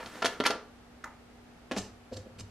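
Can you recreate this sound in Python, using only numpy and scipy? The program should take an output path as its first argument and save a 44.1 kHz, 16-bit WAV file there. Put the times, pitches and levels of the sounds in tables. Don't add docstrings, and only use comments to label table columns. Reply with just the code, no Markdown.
import sys
import numpy as np
from scipy import signal
from scipy.fft import rfft, irfft
from scipy.io import wavfile
from scipy.ndimage import uniform_filter1d

SR = 44100
rng = np.random.default_rng(int(sys.argv[2]) if len(sys.argv) > 2 else 0)


def materialize(psi):
    bounded = np.clip(np.atleast_2d(psi).T, -1, 1)
    quanta = np.round(bounded * 32767).astype(np.int16)
    wavfile.write(sys.argv[1], SR, quanta)


N = 110250
T = np.arange(N) / SR
RING = T[:16384]

# frequency in Hz, t60 in seconds, peak level in dB.
CANISTER_MODES = [(261, 0.066, 7.5), (317.5, 0.2, 5.5), (420, 0.18, 2), (487, 0.071, 1), (677, 0.15, -0.5),
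                  (820, 0.63, 0), (890, 0.16, -1.5), (942, 0.17, 0.5), (1016, 0.17, 2), (1165, 0.66, -0.5),
                  (1284, .2, 3), (1370, 0.088, 4), (2026, 0.29, -5.5), (3300, 0.023, -6), (4370, 0.02, 3),
                  (5770, 0.033, -3)]
# frequency in Hz, gain in dB.
CANISTER_COLOUR = [(40, -28), (110, -9), (220, -11.5), (420, -1), (900, -2), (1700, -2), (3400, -1.5),
                   (6000, -7.5), (8000, -16), (11000, -20), (15000, -44)]
CANISTER_DB = -4


def undb(db):
    return 10 ** (np.asarray(db) / 20)


def unit(x):
    return x / np.sqrt(np.sum(x ** 2) + 1e-18)


def unit_rms(x):
    return unit(x) * np.sqrt(len(x))


def decay(t60):
    return np.exp(-np.log(1000) * RING / t60)


def over_hz(points, hz):
    f, v = np.array(points, float).T
    return np.interp(np.log(hz + 1e-3), np.log(f), v)


def through(x, response):
    return signal.fftconvolve(x, response)[:len(x)]


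def colour(x, points):
    size = 4096
    gain = undb(over_hz(points, np.fft.rfftfreq(size, 1 / SR)))
    cepstrum = irfft(np.log(gain))
    cepstrum[1:size // 2] *= 2
    cepstrum[size // 2 + 1:] = 0
    return through(x, irfft(np.exp(rfft(cepstrum))))


def add(out, s, x):
    i = max(int(s * SR), 0)
    out[i:i + len(x)] += x[:N - i]


def burst(t60):
    fade = decay(t60)
    x = rng.standard_normal(len(RING)) * fade
    for _ in range(4):
        x = irfft(np.exp(1j * np.angle(rfft(x))))
        power = np.abs(uniform_filter1d(x ** 2, 64))
        x = x * fade / np.sqrt(power + 1e-12)
    return unit(x)


def body(modes, scatter_db=0):
    out = 1. * (RING == 0)
    for (hz, t60, db), luck in zip(modes, rng.standard_normal(len(modes))):
        rate = np.log(1000) / t60
        peak = undb(db + scatter_db * luck) * 2 * rate / SR
        out += peak * np.exp(-rate * RING) * np.cos(2 * np.pi * hz * RING)
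    return out


def grit(count, spread):
    sign_and_size, unevenness = rng.standard_normal((2, count))
    return sign_and_size * np.exp(spread * unevenness)


def walk(rate):
    k = int(SR / rate)
    held = rng.standard_normal(1024)[np.arange(N) // k]
    return 1.3 * uniform_filter1d(uniform_filter1d(held, k), k)


def swell(s, length):
    return np.exp(-((T - s) / length) ** 2 / 2)


def bloom(rise_s, t60):
    return (1 - np.exp(-RING / rise_s)) * decay(t60)


def glide_tone(from_hz, to_hz, glide_s):
    hz = to_hz + (from_hz - to_hz) * np.exp(-RING / glide_s)
    return np.sin(2 * np.pi * np.cumsum(hz) / SR)


def contacts(table, modes, chatter_db, haze_db, haze_t60):
    # frequency in Hz, gain in dB.
    push_colour = [(600, 0), (1500, -3), (5000, -15), (12000, -8.5)]
    chatter_colour = [(300, -10.5), (700, 0), (1400, 0), (4000, -2.5)]
    out = np.zeros(N)
    for s, db, bass_db, treble_db, chatter_s, hard_db in table:
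        age = RING / max(chatter_s, 1e-4)
        chatter = undb(chatter_db) * unit(grit(len(RING), 0.63) * np.sqrt(age) * np.exp(-age))
        haze = undb(haze_db) * unit(burst(haze_t60) * (1 - np.exp(-age)))
        push = undb(hard_db) * colour(1. * (RING == 0), push_colour)
        force = push + colour(chatter + haze, chatter_colour)
        struck = through(force, body(modes, scatter_db=2.5))
        tilt = [(450, bass_db), (1100, 0), (2200, 0), (6500, treble_db)]
        add(out, s, undb(db) * colour(struck, tilt))
    return out


def machine_hum():
    # frequency in Hz, mean RMS level in dB.
    hum_tones = [(58, -67), (92, -73), (240, -60.5)]
    out = np.zeros(N)
    for hz, db in hum_tones:
        level = np.sqrt(2) * undb(db + 0.45 * walk(12.2))
        out += level * np.sin(2 * np.pi * hz * T + 0.22 * walk(5.9))
    return out


def air():
    # frequency in Hz, relative level in dB.
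    tone_colour = [(12, -44), (20, -19), (49, -7), (211, -12.5), (242, -17), (270, -10.5), (357, -17),
                   (409, -11.5), (525, -18), (753, -14.5), (1050, -22), (1240, -20.5), (1640, -23),
                   (12700, -45), (15000, -61)]
    return unit_rms(colour(rng.standard_normal(N), tone_colour)) * undb(-57)


def bean_slide():
    # time in seconds, level in dB.
    slide_level = [(0, -40.5), (.07, -38), (.11, -40.5), (.16, -37.5), (.21, -39), (.33, -39), (.42, -51)]
    # frequency in Hz, gain in dB.
    slide_colour = [(60, -7.5), (250, -1.5), (700, -4.5), (1500, -1), (3500, -10.5), (6000, -15),
                    (9000, -18.5), (15000, -31.5)]
    level = undb(np.interp(T, *np.array(slide_level).T))
    sliding = T < slide_level[-1][0]
    return colour(unit_rms(grit(N, 0.34)) * level * sliding, slide_colour)


def bean_ticks():
    # start in seconds, relative level in dB, extra bass in dB,
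    # extra treble in dB, chatter time in seconds, hardness of the push in dB.
    tick_table = [(.001, -7, 5.5, -14, 0.0086, -1.5), (.0285, -10.5, 5, -13, 0.0017, -5),
                  (.0595, -11.5, 7.5, 0.5, 0.0031, -4), (.156, -15, 3.5, -15, 0.0035, 5),
                  (.177, -18, 14.5, -31, 0.0039, -4)]
    ticks = contacts(tick_table, CANISTER_MODES, chatter_db=4.5, haze_db=-3.5, haze_t60=0.08)
    return undb(CANISTER_DB) * colour(ticks, CANISTER_COLOUR)


def canister_hits():
    # start in seconds, relative level in dB, extra bass in dB,
    # extra treble in dB, chatter time in seconds, hardness of the push in dB.
    hit_table = [(.2210, 4.5, 2.5, -11, 0.0032, -3), (.2257, 3.5, 11.5, -6, 0.00023, -4.5),
                 (.2457, 5, 9, -5.5, 0.00072, -8.5), (.2504, 2, 7.5, 3.5, 0.00033, -1.5),
                 (.2575, 9.5, -2.5, -0.5, 0.00031, -0.5), (.2615, 6.5, -6, 0, 0.0023, -13),
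                 (.4018, 1, 14, -5.5, 0.0004, 6), (.4072, 3, 3.5, -11, 0.00028, 2.5),
                 (.4392, -1.5, -6, -2, 0.001, 4), (.4522, 2.5, -4, 2, 0.009, -16),
                 (.4568, 6, -15, -1.5, 0.0044, -8), (.4623, 10, -8, -8, 0.00006, 8),
                 (.4657, 10, -3.5, 3.5, 0.00051, 2), (.5015, 1.5, 15, -5.5, 0.0056, -4),
                 (.5055, 4, 12, -1.5, 0.0015, -4.5), (.551, -12.5, 18, -20, 0.0031, -0.5)]
    hits = contacts(hit_table, CANISTER_MODES, chatter_db=1.5, haze_db=1, haze_t60=0.0616)
    return undb(CANISTER_DB) * colour(hits, CANISTER_COLOUR)


def cap_grates():
    # centre in seconds, relative level in dB, length in seconds, pitch in Hz.
    grate_table = [(0.441, -8, 0.003, 2034), (.454, 0.5, 0.0029, 2160)]
    out = np.zeros(N)
    for s, db, length, hz in grate_table:
        ring = decay(0.0038) * np.sin(2 * np.pi * hz * RING)
        out += undb(db) * unit(through(grit(N, 0.24) * swell(s, length), ring))
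    return undb(CANISTER_DB) * out


def plop():
    # frequency in Hz, gain in dB.
    click_colour = [(100, -28), (700, -9), (2000, -5), (3000, -17), (7000, -19), (11000, -29), (15000, -46)]
    hollow_colour = [(300, -14), (600, -5), (900, 1), (1400, -6.5), (2100, -8.5), (2900, -22), (8000, -36)]
    # frequency in Hz, t60 in seconds, peak level in dB.
    hollow_modes = [(907, 0.22, 5), (1200, .06, -3), (2050, .07, 1)]
    rise_s, fall_s = 0.0053, 0.003
    fall = np.exp(-np.maximum(RING - rise_s, 0) / fall_s)
    shape = np.minimum(RING / rise_s, 1) * fall
    tone = undb(-31.5) * glide_tone(from_hz=2095, to_hz=1170, glide_s=0.0029) * shape
    click = colour(unit(rng.standard_normal(len(RING)) * shape), click_colour)
    hollow = through(burst(0.226) * np.minimum(RING / 0.017, 1), body(hollow_modes))
    out = np.zeros(N)
    add(out, 1.0385, tone + click + colour(hollow, hollow_colour))
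    return out


def lid_knocks():
    # start in seconds, relative level in dB, extra bass in dB,
    # extra treble in dB, chatter time in seconds, hardness of the push in dB.
    knock_table = [(1.7126, -1, 2, -2.5, 0.00088, 0), (1.7181, 0.5, -1.5, 1, 0.001, -3.5),
                   (1.733, -8.5, 1, -7, 0.0058, -14), (1.7635, -1, 6, 3, 0.004, -14),
                   (1.7730, -6.5, 8.5, 14.5, 0.0061, -4)]
    # frequency in Hz, t60 in seconds, peak level in dB.
    lid_modes = [(254, 0.034, 4.5), (385, 0.024, 2.5), (436, .3, 0), (520, 0.15, 3), (566.6, 0.29, 4),
                 (720, 0.2, 5), (855, 0.31, 2.5), (1170, 0.08, -20), (1690, 0.08, 0), (2500, 0.044, 0.5),
                 (2870, 0.06, -4)]
    # frequency in Hz, gain in dB.
    lid_colour = [(40, -30), (110, -4), (200, -3), (420, 3), (900, 0.5), (1700, -3), (3400, -4.5),
                  (6000, -12), (11000, -29.5), (15000, -40)]
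    knocks = contacts(knock_table, lid_modes, chatter_db=-3, haze_db=-3.0, haze_t60=0.068)
    return colour(knocks, lid_colour)


def lid_flexes():
    # start in seconds, level in dB, starting pitch in Hz,
    # final pitch in Hz, rise in seconds, t60 in seconds.
    flex_table = [(1.7131, -27, 284, 250, .002, 0.081), (1.764, -22, 246, 166, 0.0072, 0.092)]
    out = np.zeros(N)
    for s, db, from_hz, to_hz, rise_s, t60 in flex_table:
        add(out, s, undb(db) * bloom(rise_s, t60) * glide_tone(from_hz, to_hz, glide_s=0.018))
    return out


def machine_rocks():
    # start in seconds, level in dB, rise in seconds.
    thump_table = [(1.772, -42, 0.0078), (1.802, -47, 0.026), (1.886, -49, 0.012), (2.124, -38.5, 0.012),
                   (2.164, -44.5, 0.007), (2.279, -48, .015), (2.361, -45, 0.0076), (2.407, -38, 0.0039)]
    # frequency in Hz, t60 in seconds, relative level in dB.
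    machine_modes = [(73, 0.44, -6.5), (98.7, 0.23, 2.5), (140, 0.14, -16), (186, 0.18, -14)]
    # frequency in Hz, relative level in dB.
    rumble_colour = [(25, -34), (60, -16), (120, 9), (250, -9), (600, -22), (3000, -60)]
    out = np.zeros(N)
    for s, db, rise_s in thump_table:
        rock = np.zeros(len(RING))
        for hz, t60, mode_db in machine_modes:
            rock += undb(mode_db) * bloom(rise_s, t60) * np.sin(2 * np.pi * hz * RING)
        noise = unit_rms(colour(rng.standard_normal(len(RING)), rumble_colour))
        rumble = undb(-11) * noise * bloom(rise_s, 0.43)
        add(out, s, undb(db) * (rock + rumble))
    return out


def rim_scrapes():
    # centre in seconds, relative level in dB, length in seconds,
    # strongest pitch in Hz.
    scrape_table = [(1.778, -13.5, 0.018, 6600), (1.786, -3, 0.0048, 5700), (1.797, -9, 0.027, 6230),
                    (1.837, -13.5, 0.034, 5460), (2.139, -16, 0.0086, 4400), (2.171, -13, 0.0041, 4900),
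                    (2.182, -21, 0.028, 6060), (2.394, -15.5, 0.0054, 2450), (2.399, -16, 0.0022, 6000),
                    (2.408, -13.5, 0.0027, 5900)]
    # frequency in Hz, t60 in seconds, peak level in dB.
    rim_modes = [(2890, 0.017, 4), (3830, 0.015, -1.5), (4410, 0.014, 4.5), (4970, 0.039, 2),
                 (6050, 0.021, 3), (7430, 0.023, 8.5), (9600, 0.022, 6)]
    # frequency in Hz, gain in dB.
    rim_colour = [(60, 5), (400, 4.5), (1200, -3.5), (2800, -3.5), (5000, -3), (7500, -9), (10000, -13.5),
                  (15000, -31)]
    out = np.zeros(N)
    for s, db, length, hz in scrape_table:
        slips = unit(grit(N, 0.41) * swell(s, length))
        ringing = through(slips, body(rim_modes, scatter_db=1))
        focus = [(hz / 1.35, 0), (hz, 6.5), (hz * 1.67, 0)]
        out += undb(db) * colour(ringing, focus)
    return undb(-3.5) * colour(out, rim_colour)


def lid_rubs():
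    # centre in seconds, level in dB, length in seconds.
    rub_table = [(2.126, -37, 0.0055), (2.173, -45.5, .013), (2.267, -45.5, 0.008)]
    # frequency in Hz, gain in dB.
    scuff_colour = [(80, -11), (250, 13.5), (600, 9), (1000, -6.5), (3000, -19), (9000, -44)]
    out = np.zeros(N)
    for s, db, length in rub_table:
        sag_hz = 1900 * np.clip(T - s, -2 * length, 2 * length)
        hz = 522 + 15 * walk(200) - sag_hz
        tone = np.sin(2 * np.pi * np.cumsum(hz) / SR)
        scuff = colour(rng.standard_normal(N), scuff_colour)
        out += undb(db) * swell(s, length) * (tone + scuff)
    return out


def room_tail():
    # band centre in Hz, t60 in seconds.
    band_t60 = [(100, 0.24), (500, 0.42), (2000, 0.34), (6000, 0.32), (14000, 0.16)]
    # frequency in Hz, gain in dB.
    tail_colour = [(100, -4), (400, -5), (1200, -5.5), (4000, -10), (12000, -9)]
    noise = rfft(rng.standard_normal(len(RING)))
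    hz = np.fft.rfftfreq(len(RING), 1 / SR)
    tail = np.zeros(len(RING))
    for k, (_, t60) in enumerate(band_t60):
        share = over_hz([(f, j == k) for j, (f, _) in enumerate(band_t60)], hz)
        tail += irfft(noise * share) * unit(bloom(0.0019, t60))
    return colour(tail, tail_colour)


def scene():
    # frequency in Hz, side gain in dB.
    contact_width = [(60, -59), (180, -30), (700, -24), (1400, -17), (2800, -12), (5600, -5.5),
                     (10000, 2.5), (14000, 5)]
    air_width = [(60, -42), (110, -14.5), (200, -7), (380, -2), (700, -7.5), (1290, -3), (2380, -1.5),
                 (4400, 1), (8120, 0), (15000, -1)]
    beans_and_canister = bean_slide() + bean_ticks() + canister_hits() + cap_grates()
    lid = lid_knocks() + lid_flexes() + machine_rocks() + rim_scrapes() + lid_rubs()
    dry = beans_and_canister + plop() + lid
    mid = dry + through(dry, room_tail()) + machine_hum() + air()
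    reflections = unit(burst(0.045) + undb(3.5) * room_tail())
    side = colour(through(dry, reflections), contact_width) + colour(air(), air_width)
    return np.array([mid + side, mid - side])


def record(dry):
    lowpass = signal.ellip(8, .2, 70, 15000, fs=SR, output="sos")
    return signal.sosfilt(lowpass, dry)


dry = scene()
out = record(dry)
materialize(out)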